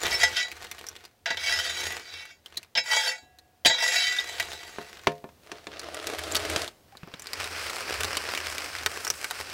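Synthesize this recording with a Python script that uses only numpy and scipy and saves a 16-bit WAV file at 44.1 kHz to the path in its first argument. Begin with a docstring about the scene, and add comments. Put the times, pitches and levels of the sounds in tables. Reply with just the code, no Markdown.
"""Ember rake and baking pan in a wood-fired oven

A long steel rake strikes and scrapes the stone floor: friction and blows drive its modes and charcoal clicks.
Then a loaded metal pan knocks on a steel shelf, ringing in damped sheet modes, slides over it and is pushed
across the gritty hearth as shaped friction noise with bursting grit. The brick dome adds a brief echo of
decaying noise, the cavity hums as noise through a low resonance, and a faint garden hush lies behind."""
import sys
import numpy as np
from scipy import signal
from scipy.fft import rfft, irfft, next_fast_len
from scipy.io import wavfile
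from scipy.ndimage import uniform_filter1d, map_coordinates

SR = 44100
rng = np.random.default_rng(int(sys.argv[2]) if len(sys.argv) > 2 else 0)


def write(x):
    x = np.atleast_2d(x).T
    wavfile.write(sys.argv[1], SR, np.round(np.clip(x, -1, 1) * 32767).astype(np.int16))


N = 420273

# The blade hits stone. Each row: start in seconds, level in dB, chatter t60 in seconds, pitch that the
# contact favours in Hz, edge sizzle and floor thump in dB relative to the level.
BLADE_BLOWS = [(0.051, -23, 0.059, 1740, -19, -20), (0.109, -27, 0.12, 5440, -14, -37.5),
               (0.233, -18, 0.046, 1990, -8, -45), (1.258, -27.5, 0.18, 1480, -43, -62),
               (1.304, -22.5, 0.07, 1670, -20, -24), (1.371, -27.5, 0.026, 3400, -5, -46),
               (2.752, -26.5, 0.1, 3440, -30, -26.5), (2.774, -22, 0.09, 2380, -15, -28.5),
               (3.228, -68, 0.05, 700, -12, 12.5), (3.649, -16.5, 0.033, 3100, -11.5, -30),
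               (3.657, -15, 0.097, 4100, -2.5, -19), (4.187, -31, 0.035, 3570, -12, -39),
               (4.398, -26.5, 0.049, 1720, -1, -31)]
# How hard the pan is pushed over the shelf, then the hearth.
# Each row: time in seconds, push in dB, level of the hiss in dB, both before the mix of the slide.
SHELF_PUSH = [(5.42, -65, -70), (5.528, -51.5, -69), (5.666, -58, -66), (5.738, -46.5, -66.5),
              (6.108, -40.5, -49), (6.336, -38.5, -48.5), (6.484, -34, -44), (6.54, -32, -42),
              (6.666, -42, -48.5), (6.78, -74.5, -82)]
HEARTH_PUSH = [(6.88, -65.5, -73), (6.96, -63, -85), (7.23, -53.5, -62), (7.39, -36.5, -44),
               (7.51, -37.5, -44), (8.27, -35.5, -44), (8.53, -38.5, -42.5), (8.71, -39.5, -45.5),
               (8.99, -40.5, -43.5), (9.15, -44.5, -44.5), (9.53, -40.5, -48)]


def amp(db):
    """Decibels to gain."""
    return np.exp(np.asarray(db) * (np.log(10) / 20))


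def unit(x):
    """Scale to rms 1."""
    return x / np.sqrt(np.mean(x ** 2) + 1e-20)


def fade(t, t60):
    """Exponential decay by 60 dB in t60 seconds."""
    return np.exp(-np.log(1000) * t / t60)


def along(points, hz):
    """(Hz, value) points read on a log frequency axis."""
    f, v = np.transpose(points)
    return np.interp(np.log(hz + 1), np.log(f + 1), v)


def gains(rows):
    """One gain per sample for each dB column, practically silent outside the rows."""
    s, *columns = np.transpose(rows)
    t = np.arange(N) / SR
    return np.array([amp(np.interp(t, s, c, left=-120, right=-120)) for c in columns])


def wobble(rate):
    """A random curve of about rate knots a second, smoothed to 16 fine steps per knot."""
    fine = signal.resample_poly(rng.standard_normal(512), 16, 1)
    step = int(SR / (16 * rate)) + 1
    return np.repeat(fine[:int(N * 16 * rate / SR) + 2], step)[:N]


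def filtered(x, response):
    """x times a response of frequency."""
    m = next_fast_len(N + SR // 4)
    return irfft(rfft(x, m) * response(np.fft.rfftfreq(m, 1 / SR)), m)[..., :N]


def coloured(x, spectrum):
    """x with a (Hz, dB) colour, at rms 1."""
    return unit(filtered(x, lambda hz: amp(along(spectrum, hz))))


def resonate(x, hz, t60):
    """One mode as a two-pole resonator that keeps the power of a white drive."""
    r = fade(1 / SR, t60)
    poles = [1, -2 * r * np.cos(2 * np.pi * hz / SR), r * r]
    return np.sqrt((1 - r * r) / 2) * signal.lfilter([1, 0, -1], poles, x)


def add(track, s, x):
    """Mix x into track at time s."""
    i = round(s * SR)
    track[i:i + len(x)] += x[:max(N - i, 0)]


def strokes(rows, swell_db, release_db_per_s):
    """One gain curve per row: it swells, sags (or grows) while held, then dies away."""
    t, curves = np.arange(N) / SR, []
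    for s, attack, hold, db, sag, *_ in rows:
        since = t - s - attack
        to_go = np.maximum(-since / attack, 0)
        level = db - swell_db * to_go ** 2
        level -= sag * np.clip(since, 0, hold)
        level -= release_db_per_s * np.maximum(since - hold, 0)
        curves.append(amp(np.maximum(level, -150)) * (t >= s))
    return np.array(curves)


def friction(rate, spread_db, life, smooth):
    """Tiny fractures at random times and sizes, each a short noise burst, over an even rub."""
    hits = np.flatnonzero(rng.random(N) < rate / SR)
    size = amp(spread_db * np.minimum(rng.standard_exponential(N)[hits], 4))
    power = np.bincount(hits, size ** 2, N)
    bursts = signal.lfilter([1], [1, -fade(1 / SR, life) ** 2], power)
    return unit(rng.standard_normal(N) * np.sqrt(bursts / bursts.mean() + smooth))


def clicks(rows, t60, tail_db, ring_t60, snap_db, dull_hz, snap_t60):
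    """Brittle breaks: a sharp snap, crumbling, and a brief ring at the fragment's own pitch."""
    out, t = np.zeros(N), np.arange(SR // 20) / SR
    snap_band = signal.butter(1, [400, dull_hz], "band", fs=SR)
    for s, db, hz in rows:
        burst = rng.standard_normal(len(t)) * (fade(t, snap_t60) + amp(tail_db) * fade(t, t60))
        click = resonate(burst, hz, ring_t60) + amp(snap_db) * signal.lfilter(*snap_band, burst)
        add(out, s, amp(db) * click / np.abs(click).max())
    return out


def rake():
    """Scraping and blows drive the steel's modes; the stone rasps along with them."""
    # The rake is dragged over the stone. Each row: start, attack and hold in seconds, level in dB,
    # sag in dB per second of the hold, blade flex and edge sizzle in dB relative to the level.
    drag_rows = [(0.0, 0.14, 0.054, -29.5, 9, -10.5, -9.5), (0.195, 0.023, 0.012, -20, -5, -17, -17),
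                 (0.324, 0.061, 0.0088, -19.5, -3, -19, -17.5),
                 (1.372, 0.076, 0.12, -22.5, -7, -21.5, -14.5), (1.564, 0.078, 0.28, -27, 20.5, -21, -12),
                 (1.993, 0.092, 0.21, -41, 1.5, -26.5, -17), (2.836, 0.12, 0.13, -20, 19.5, -14.5, -13.5),
                 (3.675, .03, 0.069, -20.5, 101, -16, -28), (3.773, 0.07, 0.095, -22, -2, -17.5, -13.5),
                 (3.902, 0.086, 0.22, -21, 37, -33.5, -14), (4.219, 0.06, 0.62, -36, 25.5, -16, -9)]
    # Broad bending modes of the blade. Each row: pitch in Hz, level in dB within the family, t60 in seconds.
    flex_modes = [(519, 2.5, 0.17), (624, -8, 0.17), (680.4, 12, 0.05), (869.5, 5, 0.26), (898, 6, 0.037)]
    # Modes of the long shaft. Each row: pitch in Hz, level in dB within the family,
    # t60 in seconds before the floor damps it.
    shaft_modes = [(1475, -12, .25), (1593, -12, .06), (1660, -16, .3), (1935, -8, .1), (1962, -5, .4),
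                   (2256, -5, .3), (2433, -14, .13), (2704, -10, .4), (3074, -8, .2), (3264, -8, .3),
                   (3580, -12, .15), (3639, -11, .2), (3876, -10, .3), (3926, -3.5, .6), (4215, -20, .15),
                   (4503, -11, .25), (4640, -13, .2), (4683, -11, .25), (4760, -9.5, .35), (5158, -10, .3),
                   (5315, -11, .2), (5560, -14, .2), (5706, -19, .25), (5932, -15, .15)]
    # High modes of the blade's edge. Each row: pitch in Hz, relative level in dB, t60 in seconds.
    edge_modes = [(6153, -6, .12), (6412, -6, .12), (6703, 0, .25), (7006, -1, .15), (7555, -3, .18),
                  (7695, -6, .15), (7825, -8, .12), (8000, -7, .14)]
    # Lightly damped modes that linger when the rake is lifted.
    # Each row: pitch in Hz, level in dB relative to the drive, t60 in seconds.
    linger_modes = [(716, -15, 2.5), (742, -20, 2.5), (1658, -20, 1.3), (1965, -21, .8), (2708, -23, .8)]
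    # Colours of the stone's rasp and of the gritty edge. Each row: frequency in Hz, relative level in dB.
    stone_colour = [(60, -28), (200, -12.5), (450, -16.5), (750, -3.5), (1150, -21.5), (1700, 16.5),
                    (2800, 9), (3500, 12.5), (4200, 2), (5200, 5), (7000, -7), (11000, -21)]
    grit_colour = [(5000, -44), (7500, -7), (9000, 2), (11000, 0), (13000, -3.5), (16000, -10.5)]

    drags = strokes(drag_rows, swell_db=18, release_db_per_s=266)
    *_, flex_db, edge_db = np.transpose(drag_rows)
    flex, ring, sizzle = amp(flex_db) @ drags, drags.sum(axis=0), amp(edge_db) @ drags
    blows, thumps, t = np.zeros(N), np.zeros(N), np.arange(SR // 4) / SR
    for s, db, t60, _, sizzle_db, thump_db in BLADE_BLOWS:
        add(blows, s, amp(db) * fade(t, t60))
        add(sizzle, s, amp(db + sizzle_db) * fade(t, t60))
        add(thumps, s, amp(db + thump_db) * fade(t, 0.2))

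    slips = friction(rate=450, spread_db=4.0, life=0.016, smooth=0.063)
    chatter = rng.standard_normal((len(BLADE_BLOWS), len(t)))
    blade = steel(flex_modes, amp(1.5) * flex * slips, amp(-6.0) * chatter, damping=1.0, focus_db=7)
    shaft = steel(shaft_modes, amp(-5) * ring * slips, amp(-2) * chatter, damping=2.5, focus_db=14)

    edge = sum(amp(db - 9) * resonate(sizzle * slips * contact(), hz, t60) for hz, db, t60 in edge_modes)
    # still higher, the modes crowd together at random spacings
    crowd = np.zeros(N)
    for hz in np.linspace(8300, 15800, 44) + rng.uniform(-90, 90, 44):
        strength = rng.choice([-1, 1]) * rng.lognormal(0, .3)
        crowd += strength * resonate(slips * contact(), hz, .1)
    edge += amp(-9.5) * sizzle * coloured(crowd, grit_colour)

    linger_drive = (flex + amp(-23.5) * blows) * slips
    linger = sum(amp(db) * resonate(linger_drive, hz, t60) for hz, db, t60 in linger_modes)
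    fractures = friction(rate=640, spread_db=2.0, life=0.00057, smooth=0.19)
    rasp = (amp(-18.5) * ring + amp(-4.5) * blows) * coloured(fractures, stone_colour)
    thud_colour = [(25, -13.5), (90, -5.0), (300, -0.5), (700, -13), (2000, -35.0)]
    thud = thumps * coloured(rng.standard_normal(N), thud_colour)
    return shaft + bend(blade + edge) + linger + thud + rasp + dome(rasp)


def steel(modes, drag, chatter, damping, focus_db):
    """Modes driven by dragging and by blows; the touch of the floor shortens them by the damping factor."""
    out, t = np.zeros(N), np.arange(SR // 4) / SR
    for hz, db, t60 in modes:
        force = drag * contact()
        for (s, blow_db, blow_t60, spot_hz, _, _), noise in zip(BLADE_BLOWS, chatter):
            favour_db = focus_db * np.exp(-(np.log(hz / spot_hz) / 0.18) ** 2)
            add(force, s, amp(blow_db + favour_db) * fade(t, blow_t60) * noise)
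        out += amp(db) * resonate(force, hz, t60 / damping)
    # each family of modes radiates little outside its own range
    own_range = [.8 * modes[0][0], 1.15 * modes[-1][0]]
    out = signal.lfilter(*signal.butter(4, own_range, "band", fs=SR), out)
    return out / np.linalg.norm([amp(db) for _, db, _ in modes])


def contact():
    """How well the wandering contact point couples to one mode: near a node it hardly does."""
    return unit(amp(7 * np.tanh(wobble(13))))


def bend(x):
    """The changing load on the rake detunes the modes slightly, as a wandering delay."""
    depth_s, bends_per_s = 0.00017, 7
    delay = depth_s * SR * uniform_filter1d(wobble(bends_per_s), size=1500)
    return map_coordinates(x, [np.arange(N) + delay])


def squeaks():
    """A metal edge catches on grit and sings briefly at an unsteady pitch."""
    # Each row: start in seconds, peak in dB before the mix, pitch in Hz,
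    # length in seconds (the swell peaks a quarter of the way in).
    squeak_rows = [(0.013, -39.5, 7000, 0.033), (0.138, -30, 5350, 0.039), (0.377, -28, 1963, 0.07),
                   (2.569, -34, 3990, .014), (2.768, -26, 5200, 0.05), (3.075, -28, 4560, 0.031),
                   (3.662, -25, 3910, 0.14), (3.803, -26.5, 1962, 0.11), (3.956, -30, 3928, 0.16),
                   (4.03, -29, 1970, 0.23), (4.186, -23, 3680, 0.0091), (6.322, -25.5, 7300, 0.002),
                   (6.922, -54, 793, 0.035)]
    out, t = np.zeros(N), np.arange(SR // 5) / SR
    for s, db, hz, length in squeak_rows:
        pitch = hz * (1 + 0.0027 * wobble(300)[:len(t)])
        swell = 4 * t / length * np.exp(1 - 4 * t / length)
        add(out, s, amp(db) * swell * np.sin(2 * np.pi * np.cumsum(pitch) / SR))
    return amp(6.0) * out + amp(-5) * dome(out)


def embers(shove):
    """Charcoal crunches as many small fractures when it is pushed about, with a few sharper clicks."""
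    # Single coals click and crack. Each row: start in seconds, peak in dB before the mix, pitch in Hz.
    coal_rows = [(0.5162, -19.5, 2200), (0.6434, -26.5, 2010), (0.714, -18, 2350), (0.7906, -28.5, 3240),
                 (0.8674, -20.5, 5300), (0.8868, -17, 5760), (0.9634, -32, 3850), (1.052, -28, 4760),
                 (1.923, -20, 2250), (2.2537, -28.5, 1780), (2.4603, -24, 3140), (2.5724, -13.5, 4270),
                 (2.63, -29.5, 2580), (3.3868, -35, 4140), (4.2727, -29.5, 4630), (4.3994, -8.5, 2130)]
    # Colour of the crunching heap. Each row: frequency in Hz, relative level in dB.
    charcoal_colour = [(100, -8), (250, -5.5), (450, 4.5), (750, 2), (1100, 1.5), (2000, 5), (3500, 0),
                       (5500, -2.5), (9000, -10.5), (16000, -18)]
    crumbs = friction(rate=450, spread_db=5.5, life=.005, smooth=.3)
    heap = amp(-4) * shove * coloured(crumbs, charcoal_colour)
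    coals = amp(-4.5) * clicks(coal_rows, t60=0.035, tail_db=1.0, ring_t60=0.0047,
                               snap_db=2.5, dull_hz=8900, snap_t60=0.0032)
    return heap + coals + amp(-6.0) * dome(heap + coals)


def pan_knocks():
    """The pan's base bumps down: a clack, a dull thud of the load, then damped sheet-metal modes."""
    # Each row: start in seconds, level in dB, brightness of the clack in Hz,
    # ring and thud in dB relative to the level (the ring before its trim).
    knock_rows = [(4.7845, -19.5, 1900, 1, -33), (5.0707, -4, 2800, 1, -25), (5.2412, -26.5, 1560, 4, -14),
                  (5.29, -38, 2470, -11, -23), (5.517, -17.5, 4430, -6, -42),
                  (5.6692, -20.5, 3260, -2, -38), (6.561, -5.5, 5050, -42, -54),
                  (6.952, -32, 1280, -17, -28), (7.074, -32.5, 1300, 2, -21), (7.0323, -29, 2140, -8, -2),
                  (7.1391, -22, 3470, -20, -15.5)]
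    # Modes of the loaded pan. Each row: pitch in Hz, relative level in dB, t60 in seconds.
    pan_modes = [(153, -16.5, 0.29), (219, -10.5, 0.14), (297, -7.5, 0.13), (379, -1, 0.086),
                 (426, -9, 0.28), (520, -13, 0.28), (605, -14, 0.21), (697, -10.5, 0.3), (930, -12, 0.19),
                 (1060, -11, 0.17), (1430, -17, .08), (1760, -13, .1), (2370, -21, 0.13)]
    out, t = np.zeros(N), np.arange(SR // 2) / SR
    for s, db, bright_hz, ring_db, thud_db in knock_rows:
        burst = rng.standard_normal(len(t)) * (fade(t, 0.02) + amp(-15) * fade(t, 0.12))
        clack = signal.lfilter(*signal.butter(2, [90, bright_hz], "band", fs=SR), burst)
        clack += amp(-19.5) * burst * fade(t, 0.0028)
        ring = np.zeros(len(t))
        for hz, level, t60 in pan_modes:
            strength = rng.choice([-1, 1]) * amp(level + rng.normal(0, 1.2))
            ring += strength * np.sin(2 * np.pi * hz * t) * fade(t, t60)
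        thud = np.sin(2 * np.pi * 170 * t) * fade(t, 0.048)
        knock = amp(-3) * clack / np.abs(clack).max() + amp(ring_db - 15.0) * ring + amp(thud_db) * thud
        add(out, s, amp(db) * knock)
    return out


def pan_slides(on_shelf, on_hearth):
    """The pan slides over the shelf, then the hearth, crushing grit on its way."""
    # Colours of the pan on either surface. Each row: frequency in Hz, relative level in dB.
    shelf_colour = [(71, -55), (120, -20), (222, -20.5), (334, -2), (385, -10), (427, -1.5), (535, -9.5),
                    (617, -0.5), (911, -17.5), (1340, -10.5), (2240, -10.5), (3740, -11), (6110, -11),
                    (9400, -19), (16000, -36)]
    hearth_colour = [(120, -11.5), (220, -4.5), (430, 6.5), (700, 2), (930, -2.5), (1450, 4), (2500, 4.5),
                     (3600, -3), (5200, 5.5), (6800, -4.5), (7900, -5.5), (11000, -17), (16000, -21.5)]
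    # The largest bits of grit burst under the pan.
    # Each row: start in seconds, peak in dB before the mix, pitch in Hz.
    crack_rows = [(5.795, -20.5, 4500), (5.945, -20.5, 1310), (6.07, -16, 3330), (6.186, -19, 1240),
                  (6.32, -23.5, 7350), (6.348, -15, 1400), (6.353, -11, 3270), (6.365, -12, 4310),
                  (6.451, -14, 1720), (6.619, -13.5, 4300), (6.678, -17.5, 3850), (6.971, -32, 3930),
                  (7.196, -26, 6070), (7.221, -28, 6660), (7.27, -22.5, 4200), (7.333, -14, 4600),
                  (8.007, -11.5, 1620), (8.034, -11.5, 1520), (8.17, -11.5, 2900), (8.35, -13, 2320),
                  (8.376, -14, 2380), (8.582, -14.5, 2410), (8.862, -5.5, 1630), (9.049, -16.5, 5370),
                  (9.069, -15, 1400), (9.077, -16, 5530), (9.102, -6.5, 5500), (9.244, -15, 1660),
                  (9.31, -12, 1290), (9.402, -20.5, 900)]
    shelf_grains = friction(rate=500, spread_db=5.0, life=0.017, smooth=1.0)
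    shelf = slide(*on_shelf, shelf_colour, shelf_grains,
                  surge_db=0.8, body_db=-2, rasp_db=-1.0, hiss_db=-1.5)
    hearth_grains = friction(rate=370, spread_db=4.5, life=0.014, smooth=0.9)
    hearth = slide(*on_hearth, hearth_colour, hearth_grains,
                   surge_db=0.9, body_db=-8.0, rasp_db=0.0, hiss_db=-2)
    bursts = crack_rows + small_bits(on_shelf[0] + on_hearth[0])
    cracks = amp(-0.5) * clicks(bursts, t60=0.03, tail_db=-5.5, ring_t60=0.0026,
                                snap_db=5.5, dull_hz=4770, snap_t60=0.0023)
    return shelf + hearth + cracks + amp(-8) * dome(cracks)


def slide(push, hiss_gain, colour, grains, surge_db, body_db, rasp_db, hiss_db):
    """In uneven surges the pan's body rumbles and its base rasps with the push, and fine grit hisses."""
    sound = coloured(grains, colour) * amp(surge_db * wobble(22))

    def low(hz, edge):
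        """Smooth low-pass response."""
        return 1 / (1 + (hz / edge) ** 6)

    def split(hz):
        """Responses of the body, rasp and hiss bands."""
        return np.array([low(hz, 1340), low(hz, 5200) - low(hz, 780), 1 - low(hz, 7600)])

    body, rasp, hiss = [unit(band * amp(surge_db * wobble(17))) for band in filtered(sound, split)]
    return push * (amp(body_db) * body + amp(rasp_db) * rasp) + amp(hiss_db) * hiss_gain * hiss


def small_bits(push):
    """Random bursts of grit, (s, dB, pitch Hz), as strong as the push that crushes them."""
    bits_per_s, over_push_db, spread_db = 8.1, 16.5, -1
    typical_hz, spread_octaves = 2390, .6
    start, end = SHELF_PUSH[0][0], HEARTH_PUSH[-1][0]
    bits = []
    for i, (jitter, size, pitch) in enumerate(rng.standard_normal((100, 3))):
        s = start + (i + .5 * jitter) / bits_per_s
        if start < s < end:
            db = 20 * np.log10(push[int(s * SR)]) + over_push_db + spread_db * size
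            bits.append((s, db, typical_hz * 2 ** np.clip(spread_octaves * pitch, -1, 1)))
    return bits


def dome(x):
    """Echo of the brick vault: a noise tail of unit energy, 2.5 ms late, whose highs die first."""
    # Decay of the vault. Each row: frequency in Hz, t60 in seconds.
    vault_decay = [(150, 0.15), (700, 0.07), (3000, 0.035), (12000, 0.013)]
    hz, t, z = signal.stft(rng.standard_normal(SR // 3), SR, nperseg=256)
    tail = signal.istft(z * fade(t, along(vault_decay, hz)[:, None]), SR, nperseg=256)[1]
    return signal.fftconvolve(x, np.pad(tail, (SR // 400, 0)) / np.linalg.norm(tail))[:N]


def air(shove, push):
    """Whatever moves in the oven stirs a hum at its mouth resonance, over a faint outdoor hush."""
    # Now and then the hum swells. Each row: start, attack and hold in seconds, level in dB,
    # sag in dB per second of the hold.
    boom_rows = [(0.02, 0.037, .27, -49.5, 30), (3.21, .025, 0.014, -57, -7.5),
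                 (6.28, 0.094, .27, -45.5, 23), (7.9, .12, 0.073, -46, 0)]
    # Colour of the outdoor hush. Each row: frequency in Hz, relative level in dB.
    garden_colour = [(25, -7), (80, 5.5), (160, 1), (600, -1.5), (1200, -10), (4000, -13), (10000, -19),
                     (16000, -17.5)]
    booms = strokes(boom_rows, swell_db=26, release_db_per_s=204).sum(axis=0)
    # a resting hum, then shares stirred by the heap and by the pan
    stir = amp(-71.5) + amp(-21) * shove + amp(-17) * push + booms
    cavity = resonate(resonate(rng.standard_normal(N), 80, .16), 80, .07)
    hum = stir * unit(amp(2 * wobble(8)) * cavity)
    # a faint outdoor hush, louder from 4.7 s
    hush_db = np.where(np.arange(N) / SR < 4.7, -65.5, -60)
    return hum + amp(hush_db) * coloured(rng.standard_normal(N), garden_colour)


def scene():
    """Rake and coals first, then the pan, over the air of oven and garden."""
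    # The blade shoves the charcoal heap. Each row: start, attack and hold in seconds,
    # level in dB before the mix, sag in dB per second of the hold.
    shove_rows = [(0.0, 0.035, 0.3, -28.5, 21.5), (0.45, 0.13, 0.46, -42.5, 17.5),
                  (1.3, 0.41, 0.25, -39, -24), (2.05, 0.093, 0.037, -48, 3), (2.44, 0.056, 0.11, -54, -6),
                  (2.85, 0.11, 0.15, -55, 18), (3.75, 0.47, 0.3, -41, -13.5),
                  (4.55, 0.25, 0.32, -44.5, 18.5)]
    # the release is the heap settling
    shove = strokes(shove_rows, swell_db=8.5, release_db_per_s=179.5).sum(axis=0)
    on_shelf, on_hearth = gains(SHELF_PUSH), gains(HEARTH_PUSH)
    raking = rake() + squeaks() + embers(shove)
    pan = pan_knocks() + pan_slides(on_shelf, on_hearth)
    return (raking + pan + air(shove, on_shelf[0] + on_hearth[0]))[None]


def record(dry):
    """A steep band limit: nothing remains above 15.8 kHz."""
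    return filtered(dry, lambda hz: hz < 15800)


dry = scene()
out = record(dry)
write(out)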